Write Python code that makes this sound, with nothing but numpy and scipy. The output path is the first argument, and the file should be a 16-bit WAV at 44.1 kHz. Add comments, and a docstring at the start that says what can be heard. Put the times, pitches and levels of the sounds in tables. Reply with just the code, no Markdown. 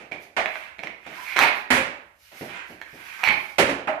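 """Hockey shooting practice on a plastic rink floor, in a hard-walled room that rings after every sound.
First a nearby stick taps and drags a puck while feet thud and another puck knocks at the far end.
At about 1.4 s the blade chatters along the floor and whips the puck away; it cracks into the far goal.
More thuds, gliding and dragging lead to a second shot at about 3.3 s. It too sets the goal ringing,
and a few last knocks follow from the far end."""
import sys
import numpy as np
from scipy import signal
from scipy.fft import rfft, irfft
from scipy.io import wavfile
from scipy.ndimage import uniform_filter1d

SR = 44100
rng = np.random.default_rng(int(sys.argv[2]) if len(sys.argv) > 2 else 0)


def to_wav(sig):
    """Store sig (one row per channel, or 1-D mono) as 16-bit WAV at the path in sys.argv[1].

    Samples outside -1..1 are clipped; the rate is SR.
    """
    pcm = np.clip(np.atleast_2d(sig), -1, 1) * 32767
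    pcm = np.round(pcm).astype(np.int16)
    wavfile.write(sys.argv[1], SR, pcm.T)  # frames by channels


N = 176400

# the notes at which the stick blade rings (pitch [Hz], level [dB])
BLADE_NOTES = [(2240, -4.5), (3130, -14.5), (4250, -6), (5480, -18)]
BLADE_HZ = BLADE_NOTES[0][0]


def amp(db):
    """Turns decibels into a factor to multiply by."""
    return 10 ** (np.asarray(db) / 20)


def unit_power(x):
    """Scales a signal to an average power of 1."""
    return x / np.sqrt(np.mean(x ** 2) + 1e-20)


def value_at(points, hz):
    """Looks up a (frequency, value) table, with every octave equally wide."""
    table_hz, value = np.transpose(points)
    return np.interp(np.log(hz + 1), np.log(table_hz + 1), value)


def add(mix, start_s, sound):
    """Adds a sound to the stereo mix at the given time."""
    part = mix[:, max(round(start_s * SR), 0):][:, :sound.shape[1]]
    part += sound[:, :part.shape[1]]


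def convolve(x, response):
    """Filters a sound: each of its samples sets off a copy of the response."""
    return signal.fftconvolve(np.atleast_2d(x), np.atleast_2d(response), axes=1)


def click(spectrum, colour=None, tilt_db=0, pivot_hz=2000, size=4096):
    """A short pulse with this spectrum; colour and tilt (dB per octave) turn parts of it up or down."""
    hz = np.abs(np.fft.fftfreq(size, 1 / SR))
    octaves = np.log2(np.maximum(hz, 100) / pivot_hz)
    gain = unit_power(amp(value_at(spectrum, hz))) * amp(tilt_db * octaves)
    if colour is not None:
        gain = gain * amp(value_at(colour, hz))
    # minimum phase: packs the energy at the start of the pulse
    log_spectrum = np.conj(signal.hilbert(np.log(gain + 1e-6)))
    return np.fft.ifft(np.exp(log_spectrum)).real[:size // 2]


def mic_pair(noise):
    """Makes two unrelated channels alike in the bass, as two close microphones hear a room."""
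    # how alike left and right are (frequency [Hz], likeness [-1 to 1])
    likeness = [(150, 0.93), (300, 0.92), (550, 0.85), (1000, -0.2), (1600, -0.32), (3000, -0.075)]
    common, separate = rfft(noise)
    same = np.clip(value_at(likeness, np.fft.rfftfreq(noise.shape[1], 1 / SR)), -1, 1)
    left = same * common + np.sqrt(1 - same ** 2) * separate
    return irfft(np.array([left, common]), noise.shape[1])


def room_tail(hold_s=0, early_db=0):
    """One second of dense echoes that barely fade for hold_s, then die away, the treble first."""
    # how long the room rings (frequency [Hz], time to fade by 60 dB [s])
    fade_times = [(60, 0.36), (260, 0.57), (700, 0.62), (2300, 0.53), (4850, 0.46), (12800, 0.27)]
    early_peak_s, held_fade_speed = 0.012, 0.11
    delay = np.arange(SR) / SR / early_peak_s
    early_swell = amp(early_db * delay * np.exp(1 - delay))
    echoes = mic_pair(rng.standard_normal((2, SR)) * early_swell)
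    hz, age, bands = signal.stft(echoes, SR, nperseg=256)
    age = age - (1 - held_fade_speed) * np.minimum(age, hold_s)
    fade = np.exp(-np.log(1000) * age / value_at(fade_times, hz)[:, None])
    return signal.istft(bands * fade, SR, nperseg=256)[1][:, :SR]


def in_room(x, direct_db, room_db=0):
    """A near sound arrives directly, then off the floor, while the room's echoes build up."""
    floor_echo_s, floor_echo_db = 0.0078, -9.5
    build_up = np.minimum(np.arange(SR) / SR / floor_echo_s, 1)
    response = amp(room_db) * unit_power(room_tail()) / np.sqrt(SR) * build_up
    response[:, 0] += amp(direct_db)
    response[:, round(floor_echo_s * SR)] += amp(direct_db + floor_echo_db)
    return convolve(x, response)


def ring(hz, fade_s, length_s=1, phase=0):
    """One note of a struck object, dropping by 60 dB in fade_s."""
    t = np.arange(round(length_s * SR)) / SR
    return np.sin(2 * np.pi * hz * t + phase) * np.exp(-np.log(1000) * t / fade_s)


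def room_tone():
    """The quiet, steady rumble and hiss of the room."""
    # tone of the background noise (frequency [Hz], level [dB])
    spectrum = [(20, -16), (60, 23), (400, -8), (2300, 0.5), (4000, -6), (15000, -7)]
    noise = mic_pair(rng.standard_normal((2, N)))
    return amp(-67.5) * convolve(noise, click(spectrum))[:, :N]


def gritty_noise(swells, spectrum, grain_db):
    """Noise that jumps in level from grain to grain, and rises and falls with each swell."""
    t, grain_samples = np.arange(N) / SR, 60
    power = sum(amp(db) ** 2 * np.exp(-((t - middle_s) / half_s) ** 2) for middle_s, half_s, db in swells)
    jumps = np.clip(rng.standard_normal(N // grain_samples + 1), -2, 2)
    grains = amp(grain_db * jumps).repeat(grain_samples)[:N]
    noise = unit_power(grains * rng.standard_normal(N)) * np.sqrt(power)
    return in_room(convolve(noise, click(spectrum)), direct_db=-8)[:, :N]


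def high_hiss():
    """High hiss: the sound of gliding on the plastic, and also a short burst just after each shot."""
    # each swell of hiss (middle [s], half length [s], level [dB])
    swells = [(.22, 0.014, -51), (.55, 0.058, -53.5), (1.27, 0.1, -45), (1.56, 0.019, -45.5),
              (2.25, 0.045, -54.5), (2.40, 0.053, -45.5), (2.695, 0.027, -53), (3.0, 0.11, -55),
              (3.23, 0.16, -49.5), (3.42, 0.08, -50.5)]
    # tone of the hiss (frequency [Hz], level [dB])
    spectrum = [(100, -71), (1500, 9.5), (5600, 6.5), (7500, -1), (9500, 2), (12000, 7.5), (15000, 1)]
    return gritty_noise(swells, spectrum, grain_db=4.5)


def puck_drags():
    """The puck scrapes roughly as it is dragged over the floor."""
    # each drag (middle [s], half length [s], level [dB])
    strokes = [(0, 0.0057, -34.5), (.58, 0.084, -42.5), (1.18, 0.09, -41), (2.38, 0.058, -47.5),
               (2.54, 0.058, -38), (2.7, 0.3, -56.5), (3.05, 0.11, -44), (3.19, 0.069, -39)]
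    # tone of the scrape (frequency [Hz], level [dB])
    spectrum = [(50, -25), (250, -13.5), (600, -11.5), (900, 0), (1600, 3), (2400, 7), (3000, -4.5),
                (4500, -16), (8000, -22.5), (15000, -36)]
    return gritty_noise(strokes, spectrum, grain_db=10.5)


def floor_squeaks():
    """Something sticks and slips on the floor, making brief, unsteady tones that rise."""
    # each squeak (start [s], length [s], pitch [Hz], level [dB])
    squeaks = [(0.786, 0.011, 4090, -44), (1.171, 0.037, 999, -33.5), (1.361, 0.021, 4070, -31.5)]
    wobble, rise_per_s = 0.015, 4.8  # as shares of the pitch
    out = np.zeros((2, N))
    for start_s, length_s, hz, db in squeaks:
        t = np.arange(round(length_s * SR)) / SR
        wander = unit_power(uniform_filter1d(rng.standard_normal(SR), size=40))[:len(t)]
        pitch = hz * (1 + wobble * wander + rise_per_s * (t - length_s / 2))
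        tone = np.hanning(len(t)) * np.sin(2 * np.pi * np.cumsum(pitch) / SR)
        add(out, start_s, amp(db) * in_room(tone, direct_db=-3.5, room_db=-5))
    return out


def floor_thuds():
    """Feet and dropped pucks meet the floor with dull, heavy thuds."""
    # each thud (time [s], level [dB], tilt towards treble [dB per octave])
    thuds = [(.002, -45.5, 2.5), (.114, -39, 2.5), (0.784, -44.5, 2.5), (0.831, -40.5, 3),
             (1.063, -41, 2.5), (2.317, -51, 4), (2.410, -36, 0.1), (2.692, -46, -1.5), (2.93, -48.5, -1.5),
             (1.364, -31, 5.5), (3.271, -41, -4)]
    # tone of a thud (frequency [Hz], level [dB])
    spectrum = [(40, -15), (150, -1.5), (330, 0.5), (480, -3.5), (700, 0), (1100, -12), (2200, -10.5),
                (4000, -26), (15000, -55.5)]
    out = np.zeros((2, N))
    for start_s, db, tilt_db in thuds:
        pulse = click(spectrum, tilt_db=tilt_db, pivot_hz=480)
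        add(out, start_s, amp(db) * convolve(room_tail(hold_s=0.017), pulse))
    return out


def puck_slaps():
    """A puck lands flat; the floor sheet bends and carries high notes ahead of low ones: a chirp."""
    # each landing (time [s], level [dB])
    landings = [(.367, -23), (3.875, -23)]
    from_hz, to_hz, fall_s, length_s = 2900, 588.7, 0.006, 0.035
    out, t = np.zeros((2, N)), np.arange(round(length_s * SR)) / SR
    pitch = to_hz + (from_hz - to_hz) * np.exp(-t / fall_s)
    swell = np.sqrt(np.sin(np.pi * np.arange(len(t)) / len(t)))
    chirp = swell * np.sin(2 * np.pi * np.cumsum(pitch) / SR)
    for start_s, db in landings:
        add(out, start_s, amp(db) * in_room(chirp, direct_db=-1))
    return out


def hollow_booms():
    """The goal, targets and floor give hollow notes when a puck hits; the goal frame rings longer."""
    # notes of hits and rebounds (time [s], pitch [Hz], level [dB])
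    booms = [(.385, 735, -25), (1.702, 253, -17.5), (1.775, 530.5, -20.5), (3.6, 551.5, -17.5),
             (3.688, 275.6, -23.5), (3.876, 810, -22), (3.88, 624, -23.5)]
    # shots that set the goal frame ringing (time [s], level [dB])
    goal_hits = [(1.704, -34), (3.583, -42)]
    # notes of the goal frame (pitch [Hz], level [dB])
    frame_notes = [(157, -16.5), (335, -15.5), (525, -5), (575, 5), (770, -13), (925, -2)]
    out, rise_s = np.zeros((2, N)), 0.011
    rise = 1 - np.exp(-np.arange(SR)[None] / SR / rise_s)
    for start_s, hz, db in booms:
        add(out, start_s, amp(db) * rise * ring(hz, fade_s=0.29))
    for start_s, db in goal_hits:
        frame = sum(amp(note_db) * ring(hz, fade_s=0.65, phase=2 * np.pi * rng.random())
                    for hz, note_db in frame_notes)
        add(out, start_s, amp(db) * rise * frame)
    return out


def far_hits():
    """Pucks crack at the far end; each crack's echoes stay loud briefly, then fade."""
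    # where each hit's tone is set (frequency [Hz])
    bands_hz = [100, 280, 520, 850, 2000, 5000, 12000]
    # each hit (time [s], hold length [s], then a level [dB] for each of bands_hz)
    hits = [(0.366, 0.034, -12, -7, -8, -4, -7.5, -7.5, -27.5),
            (1.7038, 0.065, 4, 1.5, -3.5, 2.5, -0.5, 1, -9.5), (3.583, 0.018, 7.5, 9, 10, 5, -0.5, 4.5, -8),
            (3.687, 0.03, -3, -2.5, -9, -6, -14.5, -11, -25),
            (3.873, 0.0058, -12, -2.5, -13.5, -1.5, -10.5, -18.5, -34)]
    # tone that all hits share (frequency [Hz], level [dB])
    spectrum = [(24, -66), (40, -21), (187, -13), (260, -10), (560, -5.5), (704, -7), (1120, -6.5),
                (2280, -0.5), (3500, -14.5), (5130, -21.5), (11500, -16), (14000, -27)]
    out = np.zeros((2, N))
    for start_s, hold_s, *bands_db in hits:
        crack = click(spectrum, list(zip(bands_hz, bands_db)))
        add(out, start_s, amp(-18) * convolve(room_tail(hold_s, early_db=3), crack))
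    return out


def blade_ring(x, ring_db, pitch_hz):
    """The stick blade adds a short ring to whatever strikes it; the pitch depends on the spot hit."""
    notes = sum(amp(db) * ring(hz * pitch_hz / BLADE_HZ, fade_s=0.008, length_s=0.1, phase=np.pi / 2)
                for hz, db in BLADE_NOTES)
    response = amp(ring_db) * notes / 2
    response[0] += 1
    return convolve(x, response / np.linalg.norm(response))


def stick_taps():
    """The blade clacks on puck and floor: one push plus crushed grit, more of it in bright taps."""
    # each tap (time [s], level [dB], body [dB], treble [dB], blade pitch [Hz])
    taps = [(0.12, -7, -12, -4, 2380), (0.4588, 6, 1, -7, 2400), (0.5565, -6, 7, -4, 2220),
            (0.792, -8, -7, -3.5, 2360), (0.8355, -4, 4, 1, 2350), (0.8718, 0.5, -4.5, -9.5, 2480),
            (1.067, -16, 2, 7, 2370), (1.3625, 5.5, 10, -14, 1760), (1.3675, 8, 2.5, -38, 2020),
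            (1.3845, 2.5, 13, -2, 1830), (1.3902, 11, 7.5, 15, 2480), (2.8154, -4, -1, 1, 1770),
            (3.2343, -2.5, 13.5, -3, 2290), (3.2385, 10.5, -0.5, 3.5, 2360), (3.275, 12, -4, -26, 2260),
            (3.288, 15, -10, -20.5, 2320)]
    # where body, middle and treble lie (frequency [Hz])
    bands_hz = [800, 2300, 7500]
    # tone of a tap (frequency [Hz], level [dB])
    spectrum = [(40, -32), (300, -20), (800, -5), (1400, -2.5), (2300, 2.5), (3100, -7.5), (4100, -13.5),
                (4900, -29), (5600, -19), (7500, -32.5), (15000, -31.5)]
    crush_s, grit_per_treble = 0.002, 0.25
    out, t = np.zeros((2, N)), np.arange(SR // 100) / SR
    push = t == 0
    for start_s, db, body_db, treble_db, pitch_hz in taps:
        grit = rng.standard_normal(len(t)) * np.exp(-t / crush_s)
        contact = push + amp(grit_per_treble * treble_db) * grit / np.linalg.norm(grit)
        pulse = click(spectrum, list(zip(bands_hz, [body_db, 0, treble_db])))
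        knock = convolve(contact / np.linalg.norm(contact), pulse)
        clack = blade_ring(knock, ring_db=-16.5, pitch_hz=pitch_hz)
        add(out, start_s, amp(db - 5) * in_room(clack, direct_db=0, room_db=-1.5))
    return out


def stick_shots():
    """Pressed down for a shot, the blade skips along the floor in uneven slips that swell and let go."""
    # the scrapes that make up the two shots
    # (start [s], length [s], level [dB], slips [per s], blade ring [dB], body [dB], treble [dB])
    scrapes = [(1.247, 0.15, -33.5, 230, -20, -16.5, -3), (1.4, 0.053, -15.5, 190, -44, -2, 2),
               (1.463, 0.032, -20, 230, -43, -14, -3), (3.243, 0.047, -27, 170, -9, -2.5, 6.5),
               (3.275, 0.067, -27.5, 130, -7.5, 0.5, 0)]
    # tone of the chatter (frequency [Hz], level [dB])
    spectrum = [(25, -13), (90, -13), (330, -2), (480, -7), (850, 10), (1250, 3), (1800, 4.5), (2450, 6.5),
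                (3000, -5), (4300, -11), (6500, -26.5), (15000, -27.5)]
    slip_fade_s = 0.0036
    out, t = np.zeros((2, N)), np.arange(SR // 4) / SR
    for start_s, length_s, db, rate, ring_db, body_db, treble_db in scrapes:
        drift, grit = rng.standard_normal((2, len(t)))
        wander = unit_power(uniform_filter1d(drift, size=200))
        slip_count = np.cumsum(rate * (1 + 0.25 * wander)) / SR
        since_slip_s = (slip_count % 1) / rate
        slips = unit_power(grit * (0.75 + np.exp(-since_slip_s / slip_fade_s)))
        swell = np.maximum(np.sin(np.pi * np.minimum(t / length_s, 1)), 0) ** 0.55
        pulse = click(spectrum, [(800, body_db), (2000, 0), (6000, treble_db)])
        chatter = blade_ring(convolve(slips * swell, pulse), ring_db, BLADE_HZ)
        add(out, start_s, amp(db) * in_room(chatter, direct_db=-0.5))
    return out


def scene():
    """Everything in the practice room, from the background to the stick."""
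    floor = high_hiss() + puck_drags() + floor_squeaks() + floor_thuds() + puck_slaps()
    return room_tone() + floor + hollow_booms() + far_hits() + stick_taps() + stick_shots()


def record(dry):
    """The right microphone favours the upper mids; peaks are rounded off; the top treble is cut."""
    # balance of the microphones (frequency [Hz], left minus right [dB])
    balance = [(80, -2.5), (250, 0.5), (500, -4), (800, -5.5), (1200, -4), (1800, -14.5), (2700, -14.5),
               (4200, -4), (6400, -7.5), (9800, 5), (15000, 4.5)]
    ceiling, cutoff_hz = 1.03, 14650
    ratio = amp(value_at(balance, np.fft.rfftfreq(2 * N, 1 / SR)))
    gains = np.array([2 * ratio, np.full_like(ratio, 2)]) / (1 + ratio)
    heard = irfft(rfft(dry, 2 * N) * gains)[:, :N]
    rounded = ceiling * np.tanh(heard / ceiling)
    low_pass = signal.firwin(161, cutoff_hz, window=("kaiser", 8), fs=SR)
    return signal.oaconvolve(rounded, low_pass[None], "same")


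dry = scene()
out = record(dry)
to_wav(out)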